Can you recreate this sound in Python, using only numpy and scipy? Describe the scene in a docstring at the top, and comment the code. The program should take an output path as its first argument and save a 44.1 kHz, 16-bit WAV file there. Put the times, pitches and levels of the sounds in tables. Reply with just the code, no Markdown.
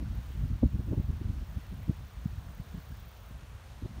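"""Wind in lakeside reeds.

Reeds and wavelets make an even wash, with the fine rustle of touching leaves and a few bubble plips.
Wind rumbles on the microphone, easing off, and single eddies bump against it.
An insect, probably a meadow katydid, rubs its wings in a very high buzz, stops, ticks, faintly resumes."""
import sys
import numpy as np
from scipy import signal
from scipy.fft import rfft, irfft
from scipy.io import wavfile
from scipy.ndimage import uniform_filter1d

SR = 44100
rng = np.random.default_rng(int(sys.argv[2]) if len(sys.argv) > 2 else 0)


def file_out(sig):
    """Save sig as 16-bit WAV at sys.argv[1]."""
    # one column per channel
    cols = np.atleast_2d(sig).T
    # limit, then scale
    lim = np.clip(cols, -1, 1)
    pcm = np.round(lim * 32767).astype(np.int16)
    wavfile.write(sys.argv[1], SR, pcm)


N = 176400


# reed and wavelet spectrum (frequency [Hz], density [dB])
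WASH_SPECTRUM = [(100, -23), (350, -1.5), (600, 1.5), (1050, 0.5), (1600, -2.5), (2050, -6), (3300, -7.5),
                 (4550, -11), (4900, -15), (5300, -13), (6700, -15), (7700, -19.5), (8500, -17),
                 (9500, -17.5), (10500, -22.5), (12000, -20), (13500, -20.5), (16000, -23)]
WASH_DB, SWELL_DB, FLICKER_DB = -59, 0.43, 0.78

def wash(bands=12):
    """Reeds and wavelets: noise bands that swell together and flicker separately."""
    spectrum = rfft(colour(noise(), WASH_SPECTRUM))
    swell_db = SWELL_DB * walk(2.6)
    band_position = np.interp(np.log(freqs()), np.log([300, 15000]), [0, bands - 1])
    out = np.zeros(N)
    for k in range(bands):
        band = irfft(spectrum * np.maximum(1 - abs(band_position - k), 0), N)
        out += band * undb(swell_db + FLICKER_DB * walk(18))
    return undb(WASH_DB) * out


# leaf scratch spectrum (frequency [Hz], density [dB])
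LEAF_SPECTRUM = [(700, -12), (1400, 1), (3500, -14), (6500, -9.5), (11000, -26), (16000, -22)]
LEAF_DB, TOUCHES_PER_S, LEAF_SPREAD_DB, LEAF_DECAY_S = -72.5, 400, 3, 0.0023

def leaves():
    """Blades brush each other: many tiny scratches of uneven size."""
    touches = rng.random(N) < TOUCHES_PER_S / SR
    sizes = undb(LEAF_SPREAD_DB * np.minimum(rng.exponential(size=N), 4))
    envelope = signal.lfilter([1], [1, -np.exp(-1 / (LEAF_DECAY_S * SR))], touches * sizes)
    return undb(LEAF_DB) * colour(envelope * noise(), LEAF_SPECTRUM)


# reed sway (time [s], gain [dB])
REED_SWAY = [(0, .5), (.35, 1.5), (.65, -1), (1.2, 0), (1.7, 0.54), (2.5, 0), (3.2, 0.5), (4, 1)]

def reeds():
    """Wash and rustle rise and fall as the reeds sway."""
    return (wash() + leaves()) * undb(curve(REED_SWAY))


# wind pressure on the microphone (time [s], level [dB])
WIND_LEVEL = [(0, -36), (.1, -36), (.28, -38), (.45, -34.5), (.55, -35.5), (.6, -39), (.66, -29.5),
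              (.71, -39), (.9, -41), (1.04, -36.5), (1.13, -36), (1.2, -41), (1.28, -36.5), (1.42, -33),
              (1.48, -43.5), (1.55, -41), (1.64, -47.5), (1.73, -40), (1.85, -46), (2.03, -43), (2.11, -53),
              (2.22, -39.5), (2.32, -40), (2.4, -40), (2.49, -45), (2.56, -46.5), (2.72, -47),
              (2.86, -46.5), (3.03, -43), (3.11, -50), (3.2, -48.5), (3.38, -47.5), (3.54, -46),
              (3.63, -50.5), (3.76, -47.5), (3.9, -43.5), (3.97, -41.5)]
# air stream spectrum (frequency [Hz], density [dB])
RUMBLE_SPECTRUM = [(15, -31), (30, -5), (45, -2.5), (62, 2), (85, -3.5), (125, -10.5), (180, -16),
                   (260, -27), (400, -48), (800, -82), (2000, -85)]
# fine turbulence spectrum (frequency [Hz], density [dB])
FLUTTER_SPECTRUM = [(60, -30), (140, 5.5), (230, -0.5), (330, -7.5), (430, -15.5), (530, -17.5),
                    (720, -20.5), (1500, -57), (3000, -90)]
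FLUTTER_DB, FLUTTER_DB_PER_DB, BRISK_WIND_DB = -49.5, 1.52, -34
RUMBLE_SPREAD_DB, FLUTTER_SPREAD_DB = 2.5, 5

def buffeting():
    """Air streams over the microphone: low rumble, plus patchy flutter that grows faster than the wind."""
    wind_db = curve(WIND_LEVEL)
    rumble = steady(colour(noise(), RUMBLE_SPECTRUM)) * undb(wind_db + RUMBLE_SPREAD_DB * walk(35))
    flutter = steady(colour(noise(), FLUTTER_SPECTRUM)) * undb(FLUTTER_SPREAD_DB * walk(60))
    flutter_db = FLUTTER_DB + FLUTTER_DB_PER_DB * (wind_db - BRISK_WIND_DB)
    return rumble + unit(flutter) * undb(flutter_db)


# eddy strikes (time [s], pulse peak [dB], pulse centre [Hz], wake [dB], wake top [Hz], wake sigma [s])
EDDY_STRIKES = [(.438, -27, 83.5, -36.5, 231, 0.0088), (0.512, -23, 78.5, -38, 230, 0.011),
                (.535, -27, 65, -45, 230, 0.012), (0.6325, -19.5, 433, -31.5, 620, 0.0047),
                (.6367, -15.5, 212, -23, 310, 0.0062), (0.644, -21.5, 104, -30, 330, 0.0073),
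                (.661, -21, 69.6, -37.5, 280, 0.011), (0.75, -21, 73.6, -34, 200, 0.014),
                (.797, -22, 84, -37, 285, 0.012), (0.888, -23.5, 70, -35, 241, 0.013),
                (.915, -22.5, 99, -38.5, 296, 0.0052), (0.9326, -22, 264, -32.5, 486, 0.012),
                (0.979, -26, 105, -26.5, 258, .006), (1.001, -19, 60.6, -31, 293, 0.0088),
                (1.101, -26.5, 134, -38, 261, 0.013), (1.134, -28, 64.6, -37, 198, 0.0044),
                (1.216, -32.5, 220, -45, 350, 0.0085), (1.26, -20, 81, -38, 220, 0.014),
                (1.302, -21.5, 64, -37, 237, .012), (1.573, -25, 78, -41.5, 220, 0.014),
                (1.726, -33.5, 113, -44, 227, 0.013), (1.897, -17, 107, -32.5, 343, 0.011),
                (2.260, -19.5, 135, -60, 230, .005), (2.602, -27.5, 98, -46.5, 242, 0.0095),
                (2.748, -31, 126, -45, 320, 0.013), (2.781, -32, 122, -42.5, 290, 0.0072),
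                (2.925, -42, 83.6, -52, 240, 0.0084), (3.313, -37.5, 90, -51, 317, 0.0074),
                (3.436, -38.5, 110, -50, 340, 0.0064), (3.826, -36.5, 200, -43.5, 430, 0.0055),
                (3.838, -28, 72, -45.5, 250, 0.0075), (3.857, -28, 85, -40.5, 620, 0.0063)]
WAKE_LOW_HZ, WAKE_LOWPASS_ORDER, WAKE_TILT = 105, 3.24, 0.63

def eddies(t):
    """Each eddy is one smooth swing of pressure inside a short turbulent wake."""
    out, f = np.zeros(N), freqs()
    highpass = 1 / np.hypot(1, (WAKE_LOW_HZ / f) ** 2)
    for at, peak_db, pulse_hz, wake_db, top_hz, sigma_s in EDDY_STRIKES:
        u = (np.pi * pulse_hz * (t - at)) ** 2
        pulse = (1 - 2 * u) * np.exp(-u)
        lowpass = 1 / np.hypot(1, (f / top_hz) ** WAKE_LOWPASS_ORDER)
        turbulence = irfft(rfft(noise()) * f ** -WAKE_TILT * highpass * lowpass, N)
        wake = steady(turbulence, samples=882) * bell(t - at, sigma_s)
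        out += undb(peak_db) * pulse + undb(wake_db) * wake
    return out


# microphone port response (frequency [Hz], gain [dB])
PORT_RESPONSE = [(15, -26), (28, -12.5), (42, 0.5), (150, 0), (250, 1), (340, 0.5), (390, -0.5), (428, -5),
                 (470, -1.5), (535, -2.5), (640, -1), (730, -6), (900, -1), (1500, 1)]

def wind(t):
    """The microphone opening colours the buffeting and the eddies."""
    return irfft(rfft(buffeting() + eddies(t)) * gains(PORT_RESPONSE), N)


# wing strokes (time [s], rate [Hz])
WING_RATE = [(0, 36.5), (1, 36.5), (1.3, 36.1), (2.6, 36.1), (3.33, 34.2), (4, 35)]
# buzz envelope (time [s], level [dB])
BUZZ_LEVEL = [(0, -79), (.07, -77), (.12, -68), (.24, -73), (.34, -68), (.66, -74.5), (.97, -67.5),
              (1.3, -75), (1.53, -68), (1.66, -72), (1.88, -69), (2.04, -71), (2.13, -70), (2.4, -70),
              (2.85, -67), (3.1, -66.5), (3.32, -69), (3.36, -89.5), (3.8, -86), (3.9, -77), (4, -80)]
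# wing resonances (frequency [Hz], density [dB])
WING_SPECTRUM = [(6000, -47), (9000, -22), (11300, -17), (12300, -4), (13700, -10), (14400, 4), (15300, 5),
                 (16000, -4.5)]
# lone strokes (time [s], envelope peak [dB])
WING_TICKS = [(3.380, -64), (3.494, -72), (3.552, -68)]
FIRST_STROKE_S, STROKE_SIGMA_CYCLES, JITTER_CYCLES = .018, .19, .04
STROKE_SKEW, RETURN_STROKE = 0.28, .22  # slower rise than fall; strength of the wing's way back
STROKE_SCATTER_DB, TICK_SIGMA_S = 1.3, .002

def katydid(t):
    """Each wing stroke drags a file over the scraper, swells and breaks off; lone strokes tick."""
    cycles = np.cumsum(curve(WING_RATE)) / SR - FIRST_STROKE_S * WING_RATE[0][1]
    phase = (cycles + JITTER_CYCLES * walk(25) + .5) % 1 - .5
    sigma = STROKE_SIGMA_CYCLES * (1 - STROKE_SKEW * np.sign(phase))
    strokes = unit(RETURN_STROKE + bell(phase, sigma))
    buzz = strokes * undb(curve(BUZZ_LEVEL) + STROKE_SCATTER_DB * walk(36.1))
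    ticks = sum(undb(db) * bell(t - at, TICK_SIGMA_S) for at, db in WING_TICKS)
    return (buzz + ticks) * colour(noise(), WING_SPECTRUM)


# bubbles at the shore (time [s], starting pitch [Hz], peak [dB])
BUBBLES = [(.057, 1470, -52), (.320, 3150, -56), (.528, 1270, -54.5), (1.829, 1910, -55.5),
           (2.920, 1560, -53)]
PLIP_DECAY_S, PLIP_RISE_PER_S = .008, 5.3

def plips(t):
    """Small bubbles ring in breaking wavelets, rising in pitch as they fade."""
    out = np.zeros(N)
    for at, hz, db in BUBBLES:
        age = np.maximum(t - at, 0)
        cycles = hz * age * (1 + PLIP_RISE_PER_S * age / 2)
        out += undb(db) * np.exp(-age / PLIP_DECAY_S) * np.sin(2 * np.pi * cycles)
    return out


def undb(db):
    """Decibels to gain."""
    return 10 ** (np.asarray(db) / 20)


def unit(x):
    """Scale to rms 1."""
    return x / np.sqrt(np.mean(x ** 2))


def bell(x, sigma):
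    """Bell curve, peak 1."""
    return np.exp(-.5 * (x / sigma) ** 2)


def curve(rows):
    """Straight lines through (time [s], value) rows."""
    return np.interp(np.arange(N) / SR, *np.array(rows, float).T)


def freqs():
    """Bin frequencies, floored at 1 Hz."""
    return np.maximum(np.arange(N // 2 + 1) * SR / N, 1)


def gains(points):
    """Gain per bin from (frequency [Hz], gain [dB]) points."""
    hz, db = np.array(points, float).T
    return undb(np.interp(np.log(freqs()), np.log(hz), db))


def colour(x, points):
    """Filter by (frequency [Hz], gain [dB]) points; rms 1."""
    return unit(irfft(rfft(x) * gains(points), N))


def noise():
    """White noise."""
    return rng.standard_normal(N)


def walk(rate_hz):
    """Random steps, smoothed twice; rms 1."""
    hold = int(SR / rate_hz)
    steps = np.repeat(noise()[:N // hold + 1], hold)
    return unit(uniform_filter1d(uniform_filter1d(steps, hold), hold)[:N])


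def steady(x, samples=2646):
    """Even out the slow level of a noise."""
    power = uniform_filter1d(uniform_filter1d(x ** 2, samples), samples // 2)
    return x / np.sqrt(power)


def scene():
    """Reeds, wind, insect and bubbles at one microphone."""
    t = np.arange(N) / SR
    return (reeds() + wind(t) + katydid(t) + plips(t))[None]


CUTOFF_HZ = 15650

def record(dry):
    """The recorder cuts the top with a steep low-pass."""
    return signal.sosfilt(signal.ellip(10, .2, 70, CUTOFF_HZ, fs=SR, output="sos"), dry)


dry = scene()
out = record(dry)
file_out(out)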